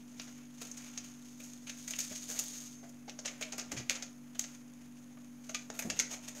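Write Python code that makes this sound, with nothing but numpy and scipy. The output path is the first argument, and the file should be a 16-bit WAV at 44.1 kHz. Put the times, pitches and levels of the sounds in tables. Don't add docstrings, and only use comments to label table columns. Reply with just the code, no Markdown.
import sys
import numpy as np
from scipy import signal
from scipy.fft import rfft, irfft, next_fast_len
from scipy.io import wavfile
from scipy.ndimage import map_coordinates

SR = 44100
rng = np.random.default_rng(int(sys.argv[2]) if len(sys.argv) > 2 else 0)


def materialize(psi):
    bounded = np.clip(np.atleast_2d(psi).T, -1, 1)
    quanta = np.round(bounded * 32767).astype(np.int16)
    wavfile.write(sys.argv[1], SR, quanta)


N = 282240

# [multiple, level/dB]
MOTOR_HUM = [(2, -80), (3, -65.5), (4, -77.5), (5, -53), (6, -64.5), (7, -78), (9, -82.5), (11, -83)]
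# [f/Hz, level/dB]
ELECTRONIC_TONES = [(9920, -81.5), (9300, -86)]
# [f/Hz, relative level/dB]
AIR_SPECTRUM = [(20, -28), (40, -15), (75, -0.5), (130, 0), (260, 2.5), (400, -6.5), (700, -7), (1100, -10),
                (2000, -12.5), (4000, -23.5), (8000, -27.5), (15500, -18)]
# [f/Hz, t/s]
KITCHEN_DECAY = [(200, 0.8), (1000, 0.47), (3000, 0.25), (7000, 0.27), (15000, 0.12)]
# [f/Hz, width/Hz, level/dB]
BOWL_MODES = [(621, 18, -4), (684, 7.9, -8.5), (1217, 2.3, 4.5), (1383, 4.3, 6), (2380, 29, -12),
              (2830, 11, -8)]
# [start t/s, level/dB, pitch f/Hz, swell t/s, rumble level against the bump/dB]
SOFT_BUMPS = [(2.112, -50, 595, 0.0029, 2), (3.08, -44, 810, 0.0037, -16), (3.717, -56, 275, 0.016, 8.5),
              (3.756, -46, 128, 0.024, -14), (3.79, -52.5, 342, 0.009, 1), (5.173, -59.5, 1180, 0.003, -33),
              (5.548, -45, 1214, 0.005, -30), (5.842, -42.5, 225.4, 0.021, -1.5),
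              (5.9, -49.5, 245.9, 0.044, -4)]
# [f/Hz, relative level/dB]
RUMBLE_SPECTRUM = [(25, -39), (60, -5), (110, -6), (220, 1), (400, -8), (700, -12.5), (1500, -38)]
# [start t/s, end t/s, pitch f/Hz, level/dB]
PAPER_SQUEAKS = [(2.623, 2.91, 6347, -74.5), (2.704, 2.8, 7009, -82), (2.82, 2.92, 7009, -80)]
# [t/s, hiss level before the common gains/dB]
LONG_SLIDE = [(1.1, -72), (1.244, -61), (1.712, -59.5), (1.82, -50.5), (2.042, -47.5), (2.238, -51),
              (2.48, -47), (2.558, -46.5), (2.686, -51.5), (2.758, -62), (2.876, -69), (2.95, -92)]
# [peak t/s, swell t/s, fade t/s, hiss level/dB, flexing level/dB]
FINGER_STROKES = [(0.24, 0.084, 0.088, -67, -65), (0.39, 0.033, 0.055, -75, -67),
                  (0.69, 0.11, 0.038, -66.5, -65), (0.9, 0.11, 0.06, -63, -59),
                  (1.05, 0.033, .06, -66.5, -64.5), (2.37, 0.017, 0.043, -60.5, -57),
                  (3.33, 0.061, 0.2, -72, -63), (3.8, 0.1, .035, -71, -61.5),
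                  (3.98, 0.071, .05, -73, -59.5), (4.49, 0.049, 0.072, -69, -66),
                  (4.82, .05, 0.23, -100, -79), (5.47, 0.048, 0.23, -73, -77),
                  (5.85, 0.065, .06, -69.5, -80), (6.13, 0.022, 0.014, -55, -48.5),
                  (6.27, .035, 0.035, -61, -57.5)]
# [f/Hz, relative level/dB]
HISS_SPECTRUM = [(1500, -26.5), (3000, -2.5), (5000, 1), (6500, 0), (8000, -4), (11000, -7), (15500, -5.5)]
FLEX_SPECTRUM = [(200, -8.5), (450, -8.5), (680, -8), (1030, -7), (1500, -6), (2300, -0.5), (3300, -4.5),
                 (5000, -20), (10000, -45)]
# [t/s, level/dB, low level/dB, mid level/dB, air level/dB, crumple decay t/s]
CREASES = [(0.198, -41, -2, 3, -72, .0055), (0.274, -54, 13, 1, -24, 0.015),
           (0.6165, -44.5, 12, 3.5, -7, 0.01), (0.7148, -43.5, -21, -31, -13.5, 0.0036),
           (0.7727, -45.5, -11, -7, -12, 0.0091), (0.9768, -39.5, -3, -3, -19, 0.007),
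           (1.4026, -55.5, 14, 10.5, -3, 0.0074), (1.435, -49.5, -3, -3.5, -6.5, 0.03),
           (1.6712, -49, 3, 11, -11, 0.013), (1.6962, -42, -3, 5, -15, 0.0068),
           (1.8786, -43.5, 5, 2, -8, 0.0094), (1.908, -41, -3, -0.5, -8, .007),
           (1.9365, -49, 4, 15.5, -13, 0.0046), (1.9884, -38.5, -1, 3.5, -5.5, 0.0087),
           (2.001, -35.5, -8, -6, -11, 0.013), (2.1137, -54.5, 14.5, 12, -8, 0.016),
           (2.1526, -41, -23, -2.5, -13, 0.022), (2.2923, -39, 7, 0.5, -5.5, 0.048),
           (2.3911, -33, -6, -5.5, -5.5, 0.0074), (2.4375, -51.5, 2, -2, 1, 0.0098),
           (2.83, -59.5, 23, 4.5, -11, 0.022), (2.8936, -58, 5, -18, -7, 0.0076),
           (3.0805, -49.5, 18, 3, -37, 0.014), (3.096, -44.5, -7, 2, -22, 0.0044),
           (3.1903, -42.5, 7.5, -8, -21, 0.0066), (3.251, -44, 14, 5.5, -22, .014),
           (3.2573, -35, 6, -3, -16.5, 0.0073), (3.277, -43.5, -5, 14, -19, 0.0085),
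           (3.412, -42, 13, 2.5, -10, 0.0098), (3.425, -39.5, -16, 13, -17, 0.0067),
           (3.523, -42.5, 4, 3, -14, 0.0061), (3.532, -46, 18, 4.5, -19, 0.006),
           (3.5817, -41, 9, 2, -9.5, 0.0072), (3.5914, -38, 4.5, 2.5, -20, 0.016),
           (3.718, -39.5, 9.5, 3.5, -12.5, 0.0081), (3.769, -39, 2, 5, -20, 0.024),
           (3.897, -34.5, -2, 12.5, -9.5, 0.0025), (3.906, -37, 5.5, 4.5, -13, 0.01),
           (3.952, -42, 8.5, 5, -17, 0.016), (4.0246, -39.5, 1.5, 0.5, -18.5, 0.0079),
           (4.35, -56, 15, 9.5, -11, 0.014), (4.3941, -32, -1.5, -1, -10, 0.003),
           (4.441, -45, 2, 3, -31, .008), (5.1727, -74.5, 24, 23.5, -5, 0.0067),
           (5.4942, -45.5, 13, 2.5, -16, .009), (5.5469, -35.5, 0, 5, -17.5, 0.0069),
           (5.702, -44, 10.5, 0, -19, .004), (5.741, -53, 13, 7, -3, 0.047),
           (5.792, -40, 8, 6.5, -1.5, 0.0087), (5.8235, -45, 11, 3, -12, .008),
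           (5.9011, -33, 2, 5.5, -18.5, 0.0051), (5.9626, -50, -1, 12, -7, 0.034),
           (5.9916, -28.5, 0, -16, -29, 0.004), (5.9985, -28.5, -4, 5, -15, 0.0066),
           (6.1096, -40.5, 10.5, -14, -15, 0.027), (6.132, -47, 1, 6.5, -9, .017),
           (6.2797, -49, 9, 1, -23, 0.01), (6.3525, -46.5, 11, 1.5, -8.5, 0.057)]
# [f/Hz, relative level/dB]
SHEET_SPECTRUM = [(100, -30), (300, -8.5), (480, -3.5), (700, -1.5), (1000, -7.5), (1500, -0.5),
                  (2200, 1.5), (3000, 0.5), (4100, 1.5), (5200, 2.5), (7500, 4.5), (10000, 3), (15500, 8.5)]
# [f/Hz, level/dB]
TOP_FADE = [(13000, 0), (15600, -8.0)]

MOTOR_HZ = 48.5
SLIDE_DB, SLIDE_FLEX_DB = -10, -5
SLIDE_EDGE_S = 0.02
HOLD_HISS_DB, HOLD_FLEX_DB = -78.5, -74.5
TICKS_PER_S, TICK_S = 150, 0.00083
TICK_DB, TICK_SPREAD_DB = -8.5, 4
STRAIN_S = 0.008
SWELL = 0.17
CLEAN_S = 0.0053
POUCH_HZ, PANEL_HZ = 622, 2530
RING_OCTAVES = 0.18
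TOP_HZ = 15700


def amp(db):
    return 10 ** (np.asarray(db) / 20)


def unit(x):
    return x / np.sqrt(np.mean(x ** 2) + 1e-20)


def one_energy(x):
    return x / np.sqrt(np.sum(x ** 2) + 1e-20)


def along(points, hz):
    f, v = np.transpose(points)
    return np.interp(np.log(hz + 1), np.log(f), v)


def wobble(rate):
    knots = rng.standard_normal(int(N * rate / SR) + 4)
    return map_coordinates(knots, [np.arange(N) * rate / SR])


def filtered(x, response):
    m = next_fast_len(N + SR // 2)
    return irfft(rfft(x, m) * response(np.fft.rfftfreq(m, 1 / SR)), m)[:N]


def coloured(x, spectrum):
    return unit(filtered(x, lambda hz: amp(along(spectrum, hz))))


def causal(gain, size=1024):
    cepstrum = irfft(np.log(gain(np.fft.rfftfreq(size, 1 / SR)) + 1e-6))
    cepstrum[1:size // 2] *= 2
    cepstrum[size // 2 + 1:] = 0
    return irfft(np.exp(rfft(cepstrum)))


def resonance(f, centre_hz, width_hz):
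    return 1j * f * width_hz / (centre_hz ** 2 - f * f + 1j * f * width_hz)


def add(track, s, sound):
    part = track[max(round(s * SR), 0):][:len(sound)]
    part += sound[:len(part)]


def appliance(drift_hz, waver_db, air_db):
    t = np.arange(N) / SR
    turns = np.cumsum(MOTOR_HZ + drift_hz * wobble(3.05)) / SR
    hum = np.zeros(N)
    for multiple, db in MOTOR_HUM:
        level = amp(db + waver_db * wobble(4.4))
        hum += level * np.sin(2 * np.pi * (round(multiple) * turns + rng.random()))
    whine = sum(amp(db) * np.sin(2 * np.pi * hz * t) for hz, db in ELECTRONIC_TONES)
    air = amp(air_db) * coloured(rng.standard_normal(N), AIR_SPECTRUM)
    return np.sqrt(2) * (hum + whine) + air


def kitchen(x, wet_db, build_s):
    hz, t, bins = signal.stft(rng.standard_normal(SR // 2), SR, nperseg=256)
    decay = amp(-60 * t / along(KITCHEN_DECAY, hz)[:, None])
    tail = signal.istft(bins * decay, SR, nperseg=256)[1]
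    build = 1 - np.exp(-np.arange(len(tail)) / SR / build_s)
    tail = amp(wet_db) * one_energy(tail * build)
    tail[0] = 1
    return signal.fftconvolve(x, tail)


def bowl(x):
    return filtered(x, lambda f: 1 + sum(amp(db) * resonance(f, hz, width) for hz, width, db in BOWL_MODES))


def bumps(rumble_db, tone_db):
    track, t = np.zeros(N), np.arange(SR // 4) / SR
    for s, db, hz, swell_s, noise_db in SOFT_BUMPS:
        rumble = coloured(rng.standard_normal(N), RUMBLE_SPECTRUM)[:len(t)]
        tone = np.sqrt(2) * np.sin(2 * np.pi * hz * t)
        body = amp(rumble_db + noise_db) * rumble + amp(tone_db) * tone
        swell = t / swell_s * np.exp(1 - t / swell_s)
        add(track, s, amp(db) * body * swell)
    return track


def squeaks(waver_hz):
    track = np.zeros(N)
    for start, end, hz, db in PAPER_SQUEAKS:
        swell = np.hanning(max(round((end - start) * SR), 2))
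        tone = np.sin(2 * np.pi * np.cumsum(hz + waver_hz * wobble(119)) / SR)
        add(track, start, amp(db) * np.sqrt(2 * swell) * tone[:len(swell)])
    return track


def sliding():
    t = np.arange(N) / SR
    s, db = np.transpose(LONG_SLIDE)
    outside_s = np.abs(t - np.clip(t, s[0], s[-1]))
    slide = amp(np.interp(t, s, db) + SLIDE_DB) * np.exp(-outside_s / SLIDE_EDGE_S)
    hiss_power = amp(HOLD_HISS_DB) ** 2 + slide ** 2
    flex_power = amp(HOLD_FLEX_DB) ** 2 + (amp(SLIDE_FLEX_DB) * slide) ** 2
    for peak, swell_s, fade_s, hiss_db, flex_db in FINGER_STROKES:
        stroke = np.exp(-((t - peak) / np.where(t < peak, swell_s, fade_s)) ** 2)
        hiss_power += amp(hiss_db) ** 2 * stroke
        flex_power += amp(flex_db) ** 2 * stroke
    return np.sqrt(hiss_power), np.sqrt(flex_power)


def fibres(rate, spread_db, smooth):
    happens = rng.random(N) < rate / SR
    sizes = amp(spread_db * np.clip(rng.standard_normal(N), -2, 2))
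    slips = happens * rng.standard_normal(N) * sizes
    return unit(slips) + smooth * rng.standard_normal(N)


def rubbing(hiss_db, flex_db, unsteady_db):
    hiss, flex = sliding()
    grip = amp(unsteady_db * wobble(110) + wobble(35))
    t = np.arange(SR // 50) / SR
    fold = one_energy(rng.standard_normal(len(t)) * np.exp(-t / TICK_S))
    tick_rate = TICKS_PER_S * np.sqrt(hiss / hiss.max())
    tick_starts = fibres(rate=tick_rate, spread_db=TICK_SPREAD_DB, smooth=0)
    ticks = amp(TICK_DB) * signal.fftconvolve(tick_starts, fold)[:N]
    hissing = unit(fibres(rate=2000, spread_db=2.0, smooth=1.0))
    bright = amp(hiss_db) * hiss * coloured(hissing + ticks, HISS_SPECTRUM)
    flexing = fibres(rate=930, spread_db=-0.5, smooth=2.0)
    dark = amp(flex_db) * flex * coloured(flexing, FLEX_SPECTRUM)
    return kitchen(grip * (bright + dark), wet_db=-8.0, build_s=0.0027)[:N]


def crease(decay_s, share, snap_s, clump_db, near_db, near_s, strain_db, settle_db, settle_s):
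    t = np.arange(SR // 8) / SR

    def noise():
        return rng.standard_normal(len(t))

    lead = np.linspace(0, 1, round(STRAIN_S * SR))
    strain = one_energy(rng.standard_normal(len(lead)) * lead ** 2)
    snap = one_energy(noise() * np.sqrt(t) * np.exp(-t / snap_s))
    knots = np.clip(rng.standard_normal(140), -2, 1.6)
    clumps = amp(clump_db * np.interp(t, np.linspace(0, t[-1], len(knots)), knots))
    rise = 1 - np.exp(-t / (SWELL * decay_s))
    crumple = one_energy(noise() * clumps * np.exp(-t / decay_s) * rise)
    near = one_energy(noise() * clumps * t * np.exp(-t / near_s))
    settle = one_energy(noise() * clumps ** 2 * np.exp(-t / settle_s))
    warning = amp(strain_db) * np.sqrt(1 - share) * strain
    buckle = np.sqrt(share) * snap + np.sqrt(1 - share) * crumple
    return np.concatenate([warning, buckle + amp(near_db) * near + amp(settle_db) * settle])


def snaps(gain_db, ring_db, ring_width):
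    track = np.zeros(N)
    for s, db, low_db, mid_db, air_db, decay_s in CREASES:
        tone = [(700, low_db), (2400, mid_db), (5800, 0), (10500, air_db), (15000, 1.36 * air_db)]
        rings_hz = np.array([POUCH_HZ, PANEL_HZ]) * 2 ** (RING_OCTAVES * rng.standard_normal(2))

        def colour_gain(hz):
            rings = sum(resonance(hz, centre, ring_width * centre) for centre in rings_hz)
            return amp(along(SHEET_SPECTRUM, hz) + along(tone, hz)) * np.abs(1 + amp(ring_db) * rings)

        share = 1 / (1 + (decay_s / CLEAN_S) ** 2.1)
        burst = crease(decay_s, share, snap_s=0.00025, clump_db=2.5, near_db=-11.5, near_s=0.004,
                       strain_db=-12.0, settle_db=-11.0, settle_s=0.042)
        paper = signal.fftconvolve(burst, causal(colour_gain))
        in_room = kitchen(paper, wet_db=-9.5, build_s=0.0033)
        add(track, s - STRAIN_S, amp(db + gain_db) * in_room)
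    return track


def scene():
    background = appliance(drift_hz=0.023, waver_db=-0.5, air_db=-64.0)
    contacts = bumps(rumble_db=1.5, tone_db=-2.5)
    paper = squeaks(waver_hz=29.8)
    paper += rubbing(hiss_db=4.0, flex_db=-0.5, unsteady_db=2.5)
    paper += snaps(gain_db=25, ring_db=-2.5, ring_width=0.12)
    mono = background + contacts + bowl(paper)
    return np.array([mono, mono])


def record(dry):
    def microphone(f):
        port = 1 + 3.75 * resonance(f, centre_hz=6553, width_hz=627)
        return port * amp(along(TOP_FADE, f)) * (f < TOP_HZ)

    offset = -0.0006
    return np.array([filtered(x, microphone) for x in dry]) + offset


dry = scene()
out = record(dry)
materialize(out)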